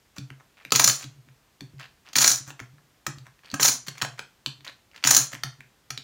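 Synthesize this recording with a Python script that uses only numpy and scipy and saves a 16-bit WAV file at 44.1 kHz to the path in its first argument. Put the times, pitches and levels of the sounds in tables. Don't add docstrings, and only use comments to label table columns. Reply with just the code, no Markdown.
import sys
import numpy as np
from scipy import signal
from scipy.fft import rfft, irfft, next_fast_len
from scipy.io import wavfile

SR = 44100
rng = np.random.default_rng(int(sys.argv[2]) if len(sys.argv) > 2 else 0)


def wrap_up_sound(samples):
    columns = np.atleast_2d(samples).T
    tamed = np.clip(columns, -1, 1)
    steps = np.round(tamed * 32767).astype(np.int16)
    wavfile.write(sys.argv[1], SR, steps)


N = 265923

# start_s, knock_db, disc_db, centre_hz
LANDINGS = [(0.182, -24, -27.5, 2600), (0.303, -27, -40, 2050), (0.65, -23, -34, 2460),
            (0.706, -28, -36.5, 4300), (0.72, -5.5, -3, 2550), (0.751, -11, -12.5, 2820),
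            (0.757, -14.5, -1, 2640), (0.795, -6, 2, 2120), (0.841, -10.5, 3.5, 3600),
            (0.875, -12.5, 0, 2000), (0.885, -31, -7, 2500), (0.896, -13, -9.5, 3160),
            (1.028, -28, -36, 2420), (1.041, -29.5, -32.5, 3400), (1.287, -42.5, -55.5, 2240),
            (1.607, -29, -34, 2980), (1.796, -31.5, -35.5, 2287), (2.088, -32, -53, 4600),
            (2.131, -31, -28, 3590), (2.155, -10.5, -8.5, 3000), (2.162, -20.5, -0.5, 2540),
            (2.183, -10.5, -2, 3040), (2.215, -16, -1, 2980), (2.222, -12.5, -6, 2730),
            (2.242, -7.5, -4, 2920), (2.276, -14, 1, 2780), (2.314, -22, -5.5, 3030),
            (2.504, -24, -31.5, 2070), (2.6, -23.5, -30, 2088), (3.065, -16, -14, 1910),
            (3.183, -38.5, -41, 2980), (3.267, -35, -43, 1850), (3.391, -42, -55, 2050),
            (3.435, -44, -70, 1768), (3.458, -41.5, -45.5, 3780), (3.501, -35, -43, 4740),
            (3.514, -29, -34.5, 4270), (3.54, -15.5, -14, 1720), (3.597, -13, -18, 2010),
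            (3.628, -14.5, -0.5, 3080), (3.649, -16.5, -0.5, 1880), (3.656, -13, -1.5, 2980),
            (3.679, -25, -5, 3600), (3.683, -13, -4.5, 2995), (3.882, -21.5, -22, 2660),
            (3.979, -38, -33.5, 2420), (4.015, -13.5, -20.5, 2650), (4.019, -12, -11, 2300),
            (4.028, -21.5, -28.5, 1800), (4.048, -20.5, -22, 1510), (4.192, -20, -25, 2390),
            (4.461, -12.5, -20, 3266), (4.607, -35.5, -52.5, 2752), (4.647, -35.5, -32.5, 2964),
            (4.678, -28.5, -38.5, 3670), (4.914, -44.5, -61.5, 3200), (4.961, -32.5, -37.5, 2650),
            (5.039, -8.5, -12, 2960), (5.05, -10, -20, 2120), (5.071, -12.5, 1.5, 1860),
            (5.087, -13.5, -18.5, 2160), (5.107, -10.5, 5, 2420), (5.146, -15, -1, 3510),
            (5.165, -17.5, 5, 3620), (5.333, -23.5, -30.5, 2270), (5.35, -26, -32.5, 2320),
            (5.434, -13, -14, 2350), (5.606, -30, -41, 2300), (5.903, -23, -19, 2570),
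            (5.976, -20.5, -29, 3590)]


def amp(db):
    return 10 ** (np.asarray(db) / 20)


def spectrum_curve(points, size):
    hz, value = np.transpose(points)
    return np.interp(np.log(np.fft.rfftfreq(size, 1 / SR) + 1), np.log(hz), value)


def ring(times, gains, modes, detune, damp_db_per_s=0.):
    out, onsets = np.zeros(N + SR), (times * SR).astype(int)
    for (hz, t60, db), gain, offset in zip(modes, gains.T, detune.T):
        n = np.arange(int(t60 * SR))
        decay = amp(db - (60 / t60 + damp_db_per_s) * n / SR)
        waves = np.sin(2 * np.pi * hz / SR * np.outer(1 + offset, n)) * decay
        out += np.bincount((onsets[:, None] + n).ravel(), (gain[:, None] * waves).ravel(), N + SR)
    return out[:N]


def hiss(level_db=-63.5):
    # frequency_hz, density_db
    noise_floor = [(18, -32.5), (30, -2.5), (134, -4), (486, -11.5), (1760, -14.5), (6900, -20.5),
                   (10500, -26.5), (14800, -24.5), (16000, -36)]
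    size = next_fast_len(N)
    noise = irfft(rfft(rng.standard_normal(size)) * amp(spectrum_curve(noise_floor, size)), size)[:N]
    return amp(level_db) * noise / noise.std()


def room(direct, echo_s=.007, echo_db=-13, rise_s=.0069, tail_db=-8):
    # frequency_hz, t60_s
    decay_times = [(200, 0.29), (1000, 0.28), (4000, 0.27), (8000, 0.26), (12000, 0.17), (16000, 0.05)]
    t = np.arange(SR // 2) / SR
    noise, tail = rfft(rng.standard_normal(len(t))), 0
    for band_hz, t60 in decay_times:
        band = spectrum_curve([(hz, float(hz == band_hz)) for hz, _ in decay_times], len(t))
        tail += irfft(noise * band) * amp(-60 * t / t60) / np.sqrt(t60)
    tail *= 1 - np.exp(-(t / rise_s) ** 2)
    tail *= amp(tail_db) / np.linalg.norm(tail)
    tail[int(echo_s * SR)] += amp(echo_db)
    return direct + signal.fftconvolve(direct, tail)[:N]


def table_top(padding_s=.0043, boom_gain_db=-4.5, chip_boom_db=-24, chip_upper_db=-28, spot_db=1.5):
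    # start_s, boom_db, upper_db
    thumps = [(0.179, -23.5, -32.5), (0.302, -32.5, -47.5), (0.719, -24, -34.5), (0.851, -25, -34.5),
              (1.037, -30, -42.5), (1.156, -38, -63), (1.269, -41, -59), (1.609, -32.5, -40),
              (1.732, -30, -48.5), (2.156, -33, -39), (2.299, -32, -36.5), (2.4, -31.5, -52),
              (2.468, -32.5, -46.5), (2.602, -23, -41.5), (2.73, -38.5, -60.5), (3.069, -25, -34),
              (3.165, -29.5, -52.5), (3.531, -25.5, -27.5), (3.599, -28, -34), (3.731, -37.5, -43),
              (3.875, -33, -37.5), (4.02, -26.5, -44), (4.107, -43, -69), (4.456, -32.5, -53),
              (4.577, -42, -57), (5.043, -23.5, -48), (5.168, -24, -31), (5.328, -36, -48),
              (5.432, -25.5, -47), (5.581, -40.5, -58), (5.898, -32.5, -53)]
    # pitch_hz, t60_s, level_db
    low_modes = [(58, 0.04, -10.5), (108, 0.12, -9.5), (121.4, 0.32, -3), (128.2, 0.22, 2.5),
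                 (140.1, 0.36, -2.5)]
    # pitch_hz, t60_s, level_db
    upper_modes = [(180, 0.15, -8), (213, 0.08, -4.5), (267.7, 0.13, 1), (308, 0.1, 4), (388.4, 0.14, 3.5),
                   (450, 0.074, 4), (600, 0.069, -2)]
    thump_s, boom_db, upper_db = np.transpose(thumps)
    landing_s, knock_db = np.transpose(LANDINGS)[:2]
    times = np.r_[thump_s, landing_s]
    boom_gain = amp(np.r_[boom_db, knock_db + chip_boom_db] + boom_gain_db)
    upper_gain = amp(np.r_[upper_db, knock_db + chip_upper_db])
    hand_detune = .027 * rng.standard_normal((len(times), len(low_modes)))
    boom = ring(times, np.outer(boom_gain, (-1) ** np.arange(len(low_modes))), low_modes, hand_detune)
    spot = rng.standard_normal((len(times), 2, len(upper_modes)))
    spot_gain = amp(spot_db * spot[:, 0]) * (-1) ** np.arange(len(upper_modes))
    upper = ring(times, upper_gain[:, None] * spot_gain, upper_modes, detune=.074 * spot[:, 1])
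    padding = np.hanning(int(padding_s * SR))
    return [np.convolve(modes, padding / padding.sum())[:N] for modes in (boom, upper)]


def looseness(knock_db, disc_db, gripped_db=-11, free_db=5):
    return np.clip((disc_db - knock_db - gripped_db) / (free_db - gripped_db), 0, 1)


def chip_contacts(times, knock_db, disc_db, centre_hz, loose, scatter_db=2, crack_db=2):
    # pitch_hz, t60_s, level_db
    stack_modes = [(680, 0.022, -5), (915, 0.016, -2.5), (1302, 0.0081, 6), (1710, 0.0066, 3.5),
                   (2300, 0.0046, 1), (3257, 0.0034, 5), (4450, 0.012, 7)]
    # pitch_hz, t60_s, level_db
    disc_modes = [(4160, 0.015, -9.5), (5270, 0.025, -11.5), (5943, 0.0067, 4), (6400, 0.011, -11),
                  (6912, 0.016, -0.5), (6920, 0.005, -5), (8020, 0.004, -17.5), (9253, 0.04, -15),
                  (9700, 0.0055, -9.5), (11240, 0.02, -14.5), (13100, 0.031, -23.5), (14200, 0.0062, -12),
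                  (15200, 0.0096, -7.5)]
    split = len(stack_modes)
    draws = rng.standard_normal((len(times), 3, split + len(disc_modes)))
    polarity, scatter, detune = draws.swapaxes(0, 1)
    gain = np.sign(polarity) * amp(scatter_db * scatter)
    knock, disc = amp(knock_db)[:, None], amp(disc_db)[:, None]
    grip = 1 - loose[:, None]
    damp_db_per_s = 7000 * grip
    octaves_away = np.log2(np.array(stack_modes)[:, 0] / centre_hz[:, None])
    width_octaves = .39 * (1 + loose[:, None])
    stack_gain = knock * np.exp(-.5 * (octaves_away / width_octaves) ** 2) * gain[:, :split]
    out = ring(times, stack_gain, stack_modes, .04 * detune[:, :split], damp_db_per_s)
    column_hz = .95 * centre_hz[:, None] * (1 + .03 * detune[:, -1:])
    out += ring(times, knock * gain[:, -1:] * grip ** 2, [(1, .007, 1)], column_hz - 1)
    disc_detune = (.024 + .1 * grip) * detune[:, split:]
    out += ring(times, disc * gain[:, split:], disc_modes, disc_detune, damp_db_per_s)
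    crack = np.bincount((times * SR).astype(int), amp(disc_db + crack_db) * gain[:, 0], N)
    return out + np.diff(crack, prepend=0)


def rim_ticks(outline_s, disc_db, knock_db, centre_hz, per_s, scatter_db):
    length_s = outline_s[-1] - outline_s[0]
    when, force, pitch = rng.random((int(per_s * length_s) + 1, 3)).T
    times = outline_s[0] + length_s * when
    force_db = scatter_db * (force - .5)
    disc, knock = np.interp(times, outline_s, disc_db), np.interp(times, outline_s, knock_db)
    hz = centre_hz * 2 ** (pitch - .5)
    return times, knock - 14 + force_db, disc - 12 + force_db, hz, looseness(knock, disc)


def rubs(rise_share=.4, start_db=-5.5, end_db=-5):
    # start_s, length_s, disc_db, knock_db, centre_hz
    strokes = [(0.158, 0.029, -42, -36, 2060), (0.399, 0.015, -55, -37.5, 1436),
               (0.565, 0.07, -62, -38, 2100), (0.998, 0.044, -33, -30, 2500),
               (1.779, 0.083, -50, -30.5, 2295), (2.049, 0.054, -56, -38, 2200),
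               (2.461, 0.054, -37, -34.5, 1930), (2.587, 0.014, -47, -23.5, 1770),
               (2.78, 0.013, -82, -41, 1314), (3.243, 0.051, -57, -42, 1640),
               (3.432, 0.13, -58.5, -36.5, 2370), (3.865, 0.028, -29.5, -28, 2100),
               (3.952, 0.055, -45, -32.5, 2057), (4.176, .02, -40.5, -26.5, 1934),
               (4.646, 0.055, -44, -25, 2336), (4.933, .05, -51, -35, 2517),
               (5.022, .025, -40.5, -30.5, 2100), (5.317, 0.036, -32, -26, 2375)]
    share, fade_db = np.array([0, rise_share, 1]), np.array([start_db, 0, end_db])
    ticks = [rim_ticks(start + length * share, disc + fade_db, knock + fade_db, hz,
                       per_s=600, scatter_db=16)
             for start, length, disc, knock, hz in strokes]
    return chip_contacts(*np.hstack(ticks))


def riffles(swell_db=8, settle_s=.1, settle_db=-25):
    # start_s, length_s, peak_disc_db, knock_db
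    slides = [(0.72, 0.18, -14, -28), (2.161, 0.13, -8.5, -20.5), (3.6, .075, -8.5, -21.5),
              (5.042, 0.13, -10, -19.5)]
    ticks = []
    for start, length, disc, knock in slides:
        outline_s = [start, start + length, start + length + settle_s]
        disc_db = [disc - swell_db, disc, disc + settle_db]
        knock_db = [knock, knock, knock + settle_db]
        ticks.append(rim_ticks(outline_s, disc_db, knock_db, centre_hz=2200, per_s=800, scatter_db=9))
    return chip_contacts(*np.hstack(ticks))


def clacks(contacts=6, gripped_s=.0017, free_s=.007):
    start_s, knock_db, disc_db, centre_hz = np.repeat(np.transpose(LANDINGS), contacts, axis=1)
    loose = looseness(knock_db, disc_db)
    length_s = gripped_s + (free_s - gripped_s) * loose
    progress = ((np.arange(contacts) + rng.random((len(LANDINGS), contacts))) / contacts).ravel()
    times = start_s + length_s * progress
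    swell_db = np.interp(progress, [0, .28, 1], [-7, 0, -9])
    return chip_contacts(times, knock_db - 7 + swell_db, disc_db - 12 + swell_db, centre_hz, loose)


def scene(chip_low_hz=430, board_send_db=.5):
    boom, upper = table_top()
    no_bass = signal.butter(2, chip_low_hz, "high", fs=SR, output="sos")
    chips = signal.sosfilt(no_bass, clacks() + riffles() + rubs())
    return (room(chips + amp(board_send_db) * upper) + upper + boom + hiss())[None]


def record(dry, low_hz=42, top_hz=15900):
    low_cut = signal.sosfilt(signal.butter(3, low_hz, "high", fs=SR, output="sos"), dry)
    rounded = np.tanh(.63 * low_cut) / .65
    return signal.sosfilt(signal.ellip(14, .2, 95, top_hz, fs=SR, output="sos"), rounded)


dry = scene()
out = record(dry)
wrap_up_sound(out)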